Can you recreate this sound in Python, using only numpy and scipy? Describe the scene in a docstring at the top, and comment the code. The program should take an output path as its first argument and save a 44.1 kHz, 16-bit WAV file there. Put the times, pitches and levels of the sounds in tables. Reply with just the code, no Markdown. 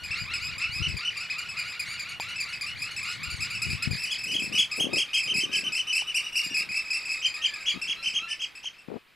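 """Oystercatchers pipe at a ditch in open meadow: short arched whistles, near the microphones, echoed by the far bank.
Some pipe in runs, evenly spaced or irregular, one calls in pairs; others trill low rising notes, pipe or wail
further off. Each bird is a gliding stack of overtones shaped by a throat, with a little air noise. Filtered
noise makes the meadow hiss, the rumble and the gusts on the left port; decaying sines tick in the camera,
a steady one whines. Birds and meadow fade at the end."""
import sys
import numpy as np
from scipy import signal
from scipy.fft import rfft, irfft, next_fast_len
from scipy.io import wavfile
from scipy.ndimage import map_coordinates

SR = 44100
rng = np.random.default_rng(int(sys.argv[2]) if len(sys.argv) > 2 else 0)


def store_pcm(level_fs):
    """Save levels as 16-bit WAV."""
    pcm = np.round(np.clip(level_fs, -1, 1) * 32767).astype(np.int16)
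    wavfile.write(sys.argv[1], SR, np.atleast_2d(pcm).T)


N = 403515
T = np.arange(N) / SR


def amp(db):
    """Gain of a level in dB."""
    return 10 ** (np.asarray(db) / 20)


def unit(x):
    """x at rms 1."""
    return x / np.sqrt(np.mean(x ** 2) + 1e-20)


def at_time(s, rows):
    """Value at s seconds, on straight lines between (s, value) rows."""
    return np.interp(s, *np.transpose(rows))


def along(points, hz):
    """(Hz, value) points read on a log frequency axis."""
    f, v = np.transpose(points)
    return np.interp(np.log(hz + 1), np.log(f + 1), v)


def wobble(rate_hz, size):
    """A smooth random curve through rate_hz random knots a second."""
    knots = rng.standard_normal(int(size * rate_hz / SR) + 4)
    return map_coordinates(knots, [np.arange(size) * rate_hz / SR])


def filtered(x, response):
    """x with its spectrum multiplied by a response of frequency."""
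    m = next_fast_len(x.shape[-1] + 8192)
    spectrum = rfft(x, m) * response(np.fft.rfftfreq(m, 1 / SR))
    return irfft(spectrum, m)[..., :x.shape[-1]]


# steady wind at the ports, before the port offsets and sway: time_s, level_db
RUMBLE_LEVEL = [(0, -65), (3.9, -48.5), (4.3, -58), (6, -67), (9.15, -92)]
# hiss of the meadow: time_s, level_db
HISS_LEVEL = [(3, -50.5), (8, -49.5), (8.6, -55), (9.15, -61.5)]
# colour of the meadow hiss: freq_hz, density_db (per Hz)
HISS_COLOUR = [(100, -5.5), (700, -8.5), (1300, -3.5), (3000, -3), (6000, -21), (12000, -22), (15500, -40)]


def breeze():
    """Low wind rumble, unrelated between the ports, and soft meadow hiss that is wide only in its bass."""
    low = filtered(rng.standard_normal((2, N)), lambda f: (f / 100) ** 2.47 / (1 + (f / 120) ** 5.53))
    port_gain = amp([[3], [-5]])  # left, right
    sway = amp(2.5 * wobble(12, N))
    rumble = amp(at_time(T, RUMBLE_LEVEL)) * port_gain * unit(low) * sway
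    mid, side = filtered(rng.standard_normal((2, N)), lambda f: amp(along(HISS_COLOUR, f)))
    side = filtered(side, lambda f: 0.98 / (1 + f / 900))
    hiss = unit(np.array([mid + side, mid - side]))
    return rumble + amp(at_time(T, HISS_LEVEL)) * hiss


# gusts on the left microphone port: start_s, end_s, level_db (before the edges), centre_hz
GUST_TIMES = [(0, 1, -42, 86), (0.754, 0.962, -33.5, 103), (3.248, 3.448, -39, 84),
              (3.647, 3.763, -29, 105), (3.855, 3.967, -27.5, 131), (4.255, 4.612, -37, 233),
              (4.77, 5.012, -31.5, 313), (5.241, 5.737, -41, 267), (6.441, 6.742, -48, 220),
              (7.728, 7.794, -36.5, 222), (7.802, 8.3, -57, 195), (8.874, 8.989, -34.5, 338)]


def gusts():
    """Turbulence hits the left port in sharp lumps of noise; the right port feels little of it."""
    out = np.zeros((2, N))
    for start, end, db, hz in GUST_TIMES:
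        span = slice(round(start * SR), round(end * SR))
        size = len(T[span])
        lump_db = 7 * np.array([wobble(160, size), wobble(160, size)])
        lumps = rng.standard_normal((2, size)) * amp(lump_db)
        band = lambda f: (f / hz) ** 1.52 / (1 + (f / hz) ** 4.07) / (1 + (55 / (f + 1)) ** 3)
        edge = np.clip(np.minimum(T[span] - start, end - T[span]) / 0.022, 0, 1)
        out[:, span] += amp(db) * amp([[0], [-14]]) * edge * unit(filtered(lumps, band))
    return out


# clicks in the camera housing: time_s, level_db
TICK_TIMES = [(2.199, -22), (6.021, -31.5), (8.643, -37.5)]
# thin steady tone of the camera: freq_hz, level_db
WHINE_TONES = [(14562, -78)]


def camera():
    """Ticks ring the housing as two fast-decaying sines; a thin whine is always there."""
    out = np.zeros(N)
    t = np.arange(SR // 50) / SR
    body_swell = amp(-60 * t / .012) * (1 - np.exp(-t / .0006))
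    body = 1.6 * body_swell * np.sin(2 * np.pi * 900 * t)
    click = 2 * amp(-60 * t / .002) * np.sin(2 * np.pi * 3300 * t)
    for s, db in TICK_TIMES:
        out[round(s * SR):][:len(t)] += amp(db) * (body + click)
    for hz, db in WHINE_TONES:
        out += amp(db) * np.sin(2 * np.pi * hz * T)
    return out


# resonance of the throat: freq_hz, gain_db
THROAT_GAIN = [(1000, -12), (2500, 6), (3300, 6.5), (5000, 4), (6500, -4), (7500, -2), (10500, -7.5),
               (13300, -17.5), (15000, -32)]
# beaming of overtones above SHINE_HZ from the bill: time_s, gain_db
BILL_SHINE = [(4.3, -1.5), (6.4, 1), (7.3, -6)]
SHINE_HZ = 9200
FALL_DEEPER = 1.653  # sag after the top over the sag setting
ONSET = .35  # swell exponent before the top; under 1 = abrupt start
CLIMB_PER_S = 20.5  # fastest climb, share of the pitch a second: quick notes start near their top
RASP_DB, RASP_HZ = -20, 9000  # air noise before its band filter; upper band edge


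def whistles(notes, rise_s, fall_s, sag, flat, overtone_db, rough_db):
    """Arched notes (s, Hz, dB): pitch sags either side of its top, overtones pass the throat, air rasps."""
    out, air = np.zeros((2, N + SR))
    t = np.arange(-round(rise_s * SR), round(fall_s * SR)) / SR  # 0 at the top of the note
    from_top = np.clip(np.where(t < 0, -t / rise_s, t / fall_s), 0, 1)
    depth = np.where(t < 0, min(sag, CLIMB_PER_S * rise_s), sag * FALL_DEEPER)
    arch = 1 - depth * from_top ** flat
    swell = np.abs(np.cos(np.pi / 2 * from_top)) ** np.where(t < 0, ONSET, 1)
    order = np.arange(1, 7)[:, None]
    effort = swell ** (0.71 + 0.5 * (order - 1))  # overtones need full effort, so they fade first
    for s, hz, db in notes:
        pitch = hz * arch * (1 + .008 * wobble(400, size=len(t)))
        phase = 2 * np.pi * np.cumsum(pitch) / SR
        slope_db = at_time(s, overtone_db) - 9 * max(hz / 2600 - 1, 0)  # higher notes are purer
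        posture_db = (order > 1) * rng.normal(0, 1.5, order.shape)
        posture_db = posture_db + (order * hz > SHINE_HZ) * at_time(s, BILL_SHINE)
        throat_db = along(THROAT_GAIN, order * pitch) - along(THROAT_GAIN, hz)
        gains = amp(slope_db * (order - 1) + posture_db + throat_db)
        lead = rng.normal(0, .7, order.shape)  # phase offset, radians
        audible = order * pitch < SR / 2
        tone = np.sum(gains * effort * audible * -np.cos(order * phase + lead), axis=0)
        start = round((s + t[0]) * SR) + SR // 4  # a quarter second of padding in front
        air[start:][:len(t)] += amp(db + RASP_DB + slope_db) * swell
        out[start:][:len(t)] += amp(db) * tone
    flutter = amp(rough_db * wobble(180, size=N))
    air_band = signal.butter(2, [RASP_HZ / 2, RASP_HZ], 'band', fs=SR, output='sos')
    rasp = signal.sosfilt(air_band, rng.standard_normal(N + SR))
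    return (out + air * rasp)[SR // 4:][:N] * flutter


# distant piping as a whole: time_s, level_db
FAR_LEVEL = [(4, -46), (5, -54), (8.3, -53), (9.15, -68)]


def far_birds(count):
    """Distant piping at random moments: scattered pitches at first, later mostly one bird."""
    when, pitch, size = rng.random((count, 3)).T
    s = (np.arange(count) + when) / count * N / SR  # one note per equal slot, so the chorus never pauses
    hz = 2750 - np.where(s < 4, 650, 220) * pitch
    chorus = whistles(zip(s, hz, -6 * size), rise_s=.022, fall_s=.02, sag=.45, flat=1.6,
                      overtone_db=[(0, -6)], rough_db=.5)
    return amp(at_time(T, FAR_LEVEL)) * unit(chorus)


# birds repeating a low rising note: first_s, notes (count), spacing_s, slowing_s (times note number squared),
# top_pitch_hz, level_db (mean), rise_s, sag (share of pitch)
TRILL_SERIES = [(.176, 21, .1745, .00047, 1460, -47, .095, .33), (.02, 19, .2075, 0, 1470, -48, .095, .33),
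                (4.56, 18, .189, 0, 1290, -53, .06, .14), (8.02, 2, .235, 0, 1370, -48, .07, .12)]


def trills():
    """Low notes rise, break off at once and repeat with slightly uneven timing and level."""
    out = np.zeros(N)
    for first, count, spacing, slowing, hz, db, rise_s, sag in TRILL_SERIES:
        notes = []
        for n in range(count):
            s = first + n * spacing + n * n * slowing + rng.normal(0, 0.004)
            notes.append((s, hz, db + rng.normal(0, 2.5)))
        out = out + whistles(notes, rise_s, fall_s=0.00776, sag=sag, flat=1.6,
                             overtone_db=[(0, -6.0)], rough_db=1.0)
    return out


# overtone strength of the near birds, brighter, a little duller, brightest at the end:
# time_s, overtone_db (gained per overtone)
NEAR_BRIGHTNESS = [(1, -1), (2.3, 0.06), (7.3, -0.64), (7.9, 0.5)]


def pipe(notes, rise_s, sag, fall_s=0.03, bright_db=0, flat=2.4):
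    """The shared voice of the near birds: arched whistles whose overtone strength shifts over time."""
    brightness = [(s, db + bright_db) for s, db in NEAR_BRIGHTNESS]
    return whistles(notes, rise_s, fall_s, sag, flat, overtone_db=brightness, rough_db=1.3)


# single near notes by posture, bill away, sideways, toward the camera:
# bright_db (per overtone, added to the near brightness), rise_s, notes [top_s, top_pitch_hz, level_db];
# the hidden high notes use their own brightness and rise
SINGLE_NOTES = [(-3.5, .011, [(1.309, 2540, -26), (1.578, 2520, -29.5), (2.367, 2640, -30),
                (2.536, 2583, -32), (6.7, 2530, -29), (8.645, 3220, -42.5)]),
                (-0.54, .009, [(0.343, 2584, -27), (.89, 2620, -31.5), (1.211, 2616, -33.5),
                (1.495, 2620, -34), (2.671, 2670, -34.5), (2.971, 2646, -31), (3.413, 2625, -31),
                (3.555, 2660, -32), (4.191, 2640, -33), (5.242, 2540, -31), (6.724, 2600, -32.5),
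                (7.06, 2610, -31.5), (7.234, 3170, -32), (7.265, 2514, -27.5), (7.349, 2555, -31),
                (7.43, 3233, -31), (7.462, 2464, -31), (7.544, 2560, -34.5), (7.673, 3310, -30),
                (7.701, 2410, -33), (7.824, 2705, -30), (7.888, 3320, -30.5), (8.035, 2720, -36),
                (8.05, 3080, -33.5), (8.085, 2650, -33), (8.15, 3260, -32), (8.298, 3066, -38),
                (8.31, 2670, -35.5), (8.409, 3276, -35), (8.423, 2590, -39.5), (8.56, 2654, -41.5),
                (8.79, 2700, -51)]), (1.5, .014, [(.047, 2533, -37), (6.448, 2495, -34.5)])]
HIDDEN_S, HIGH_HZ, HIDDEN_ECHO_DB = 7.2, 2900, 10.5


def single_notes():
    """Single arches, direct and sent to the bank; the late high piper, behind the near slope, echoes more."""
    seen, hidden_notes = np.zeros(N), []
    for bright_db, rise_s, notes in SINGLE_NOTES:
        hidden_here = [note for note in notes if note[0] >= HIDDEN_S and note[1] >= HIGH_HZ]
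        seen_here = [note for note in notes if note not in hidden_here]
        seen = seen + pipe(seen_here, rise_s, 0.193, bright_db=bright_db)
        hidden_notes += hidden_here
    hidden = pipe(hidden_notes, 0.017, 0.29, fall_s=0.023, bright_db=-1.5)
    return seen + hidden, seen + amp(HIDDEN_ECHO_DB) * hidden


# runs of near notes sharing a pitch and level course, some evenly spaced, some irregular:
# tops [top_s], course [time_s, top_pitch_hz, level_db], rise_s, fall_s, sag (share of pitch),
# bright_db (per overtone, added to the near brightness), echo_db (sound sent to the bank)
NOTE_RUNS = [([.587, 0.974, 1.175, 1.389, 1.595, 1.801, 2, 2.209, 2.408, 2.617, 2.825, 3.035, 3.238, 3.428, 3.625, 3.83, 4.04, 4.242],
             [(.6, 2530, -32.5), (1, 2428, -33), (1.8, 2476, -28), (2, 2434, -33), (2.4, 2457, -28.5),
             (3.2, 2495, -31.5), (3.65, 2581, -26), (4.25, 2582, -30.5)], 0.0073, 0.024, 0.21, 0.33, -2),
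             ([.118, .625, .835, 1.06], [(.65, 2660, -26.5), (.8, 3020, -26)], 0.012, .022, .2, -4.5, 2.2),
             ([3.31, 3.509, 3.71, 3.916, 4.122, 4.322], [(3.3, 2400, -35.5), (3.9, 2467, -31),
             (4.15, 2560, -31)], 0.0093, 0.03, 0.2, 0.093, -0.41),
             ([2.099, 2.297, 2.498, 2.92, 3.125, 3.37], [(2.1, 2270, -40), (3.4, 2210, -42.5)],
             .012, 0.024, 0.25, 0.1, -0.86), ([4.065, 4.292, 4.547], [(4.06, 3020, -39), (4.55, 2974, -29)],
             0.024, 0.03, 0.24, 0.1, 2.3), ([4.119, 4.355, 4.593, 4.814, 4.993, 5.149], [(4.1, 3360, -29),
             (4.6, 3326, -18.5), (5.15, 3230, -22.5)], 0.017, .022, 0.182, 0.11, -0.15),
             ([5.287, 5.414, 5.53, 5.651, 5.779, 5.884, 5.983, 6.082, 6.172, 6.251, 6.337, 6.421, 6.508, 6.602, 6.861, 7.004, 7.179, 7.615],
             [(5.28, 3140, -30), (6, 2998, -31.5), (6.55, 2842, -37.5), (6.85, 2560, -39)],
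             .015, 0.025, 0.211, -1.6, 5.4)]


def piping_runs():
    """Runs of arches whose pitch and level follow a shared course; direct and as sent to the bank."""
    direct, sent = np.zeros((2, N))
    for times, course, rise_s, fall_s, sag, bright_db, echo_db in NOTE_RUNS:
        s, hz, db = np.transpose(course)
        notes = list(zip(times, np.interp(times, s, hz), np.interp(times, s, db)))
        whistled = pipe(notes, rise_s, sag, fall_s, bright_db)
        direct += whistled
        sent += amp(echo_db) * whistled
    return direct, sent


# near notes slurred up slowly from below: top_s, top_pitch_hz, level_db
SLURRED_NOTES = [(0.22, 2470, -36.5), (.465, 2550, -34.5), (0.775, 2563, -34.5), (1.715, 2534, -38.5),
                 (1.925, 2370, -38.5), (2.84, 2625, -39), (3.115, 2576, -37.5), (3.728, 2626, -36),
                 (4.009, 2660, -36.5)]


def slurs():
    """A long rise and deep sag slide each note up to its top."""
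    return pipe(SLURRED_NOTES, .07, .26)


# two-part near calls, a quick pip and a fuller arch: pip_s, gap_s, arch_pitch_hz, arch_level_db
PAIRED_CALLS = [(4.402, 0.038, 2646, -30), (4.559, 0.045, 2617, -29), (4.721, 0.055, 2616, -30),
                (4.939, 0.037, 2682, -26.5), (5.148, 0.04, 2650, -28), (5.347, 0.033, 2649, -26.5),
                (5.536, 0.033, 2660, -27.5), (5.729, 0.034, 2697, -28), (5.934, 0.031, 2703, -26),
                (6.55, 0.034, 2600, -26.5), (6.751, 0.025, 2673, -28.5), (6.911, 0.038, 2705, -27),
                (7.099, 0.028, 2645, -28.5)]
PIP_HZ, PIP_UNDER_DB = 2589, -1.5  # a negative value puts the pip above the arch


def paired_calls():
    """One bird calls in pairs: a pip of constant top pitch, then an arch."""
    pips = [(s, PIP_HZ, db - PIP_UNDER_DB) for s, gap, hz, db in PAIRED_CALLS]
    arches = [(s + gap, hz, db) for s, gap, hz, db in PAIRED_CALLS]
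    return pipe(pips, 0.008, 0.176, bright_db=-1.8) + pipe(arches, .018, 0.21, bright_db=0.35)


# long falling wails far off: top_s, top_pitch_hz, level_db
FAR_WAILS = [(5.53, 1680, -51.5), (6.45, 1824, -52.5), (7.39, 1858, -48.5)]


def wails():
    """A short rise and a long fall in pitch, with weak overtones and a rough level."""
    return whistles(FAR_WAILS, rise_s=.04, fall_s=.28, sag=.13, flat=1.3,
                    overtone_db=[(0, -12)], rough_db=3)


# loud near cries: top_s, top_pitch_hz, level_db
POINTED_CRIES = [(6.17, 2960, -21.5), (6.382, 2923, -22.5)]


def pointed_cries():
    """A nearly straight arch: the pitch climbs to a point and drops off."""
    return pipe(POINTED_CRIES, .027, 0.2, fall_s=0.0178, bright_db=0.7, flat=1.1)


# level calls of other birds: top_s, top_pitch_hz, level_db
LEVEL_CALLS = [(8.015, 4180, -46), (8.32, 1773, -47)]


def level_callers():
    """Little sag keeps the pitch almost level; weak overtones keep it plain."""
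    return whistles(LEVEL_CALLS, rise_s=.05, fall_s=.015, sag=.04, flat=2.2,
                    overtone_db=[(0, -14)], rough_db=1.5)


def banks(direct, sent, count=5):
    """The rough far bank returns notes about 25 ms late, smeared, then once more; grass scatters a tail."""
    t = np.arange(SR // 4) / SR
    out = direct * amp([[.6], [-.6]])  # left, right
    for k in range(count):
        late = .025 + rng.normal(0, .0006)
        smear = np.zeros(len(t))
        for n, db in [(1, -28), (2, -36)]:
            smear += amp(db) * np.exp(-(t - n * late) / 0.0034) * (t > n * late)
        grass = amp(-33.5 - 60 * t / 0.22) * (t > .003)  # scattered tail
        shared, own = rng.standard_normal(len(t)), rng.standard_normal((2, len(t)))
        tail = (grass + smear) * (shared + 0.27 * own)
        tail[:, round(late * SR)] += amp(-4.5)
        echo = filtered(tail, lambda f: 1 / (1 + 1j * f / 9000))  # grass swallows the treble
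        # the echo takes turns between several slightly different delays and tails, crossfading every 0.3 s
        share = np.clip(1 - np.abs((T / .3 - k) % count - 1), 0, 1)
        out = out + signal.fftconvolve((np.sqrt(share) * sent)[None], echo, axes=1)[:, :N]
    return out


def scene():
    """Birds in their echoes, wind and the camera's own sounds."""
    wind_and_camera = breeze() + gusts() + camera()
    others = far_birds(count=160) + trills() + wails() + level_callers()
    singles, singles_sent = single_notes()
    runs, runs_sent = piping_runs()
    common = others + slurs() + paired_calls() + pointed_cries()
    return banks(common + singles + runs, common + singles_sent + runs_sent) + wind_and_camera


def record(dry):
    """The camera keeps nothing from 15750 Hz up."""
    return filtered(dry, lambda hz: hz < 15750)


dry = scene()
out = record(dry)
store_pcm(out)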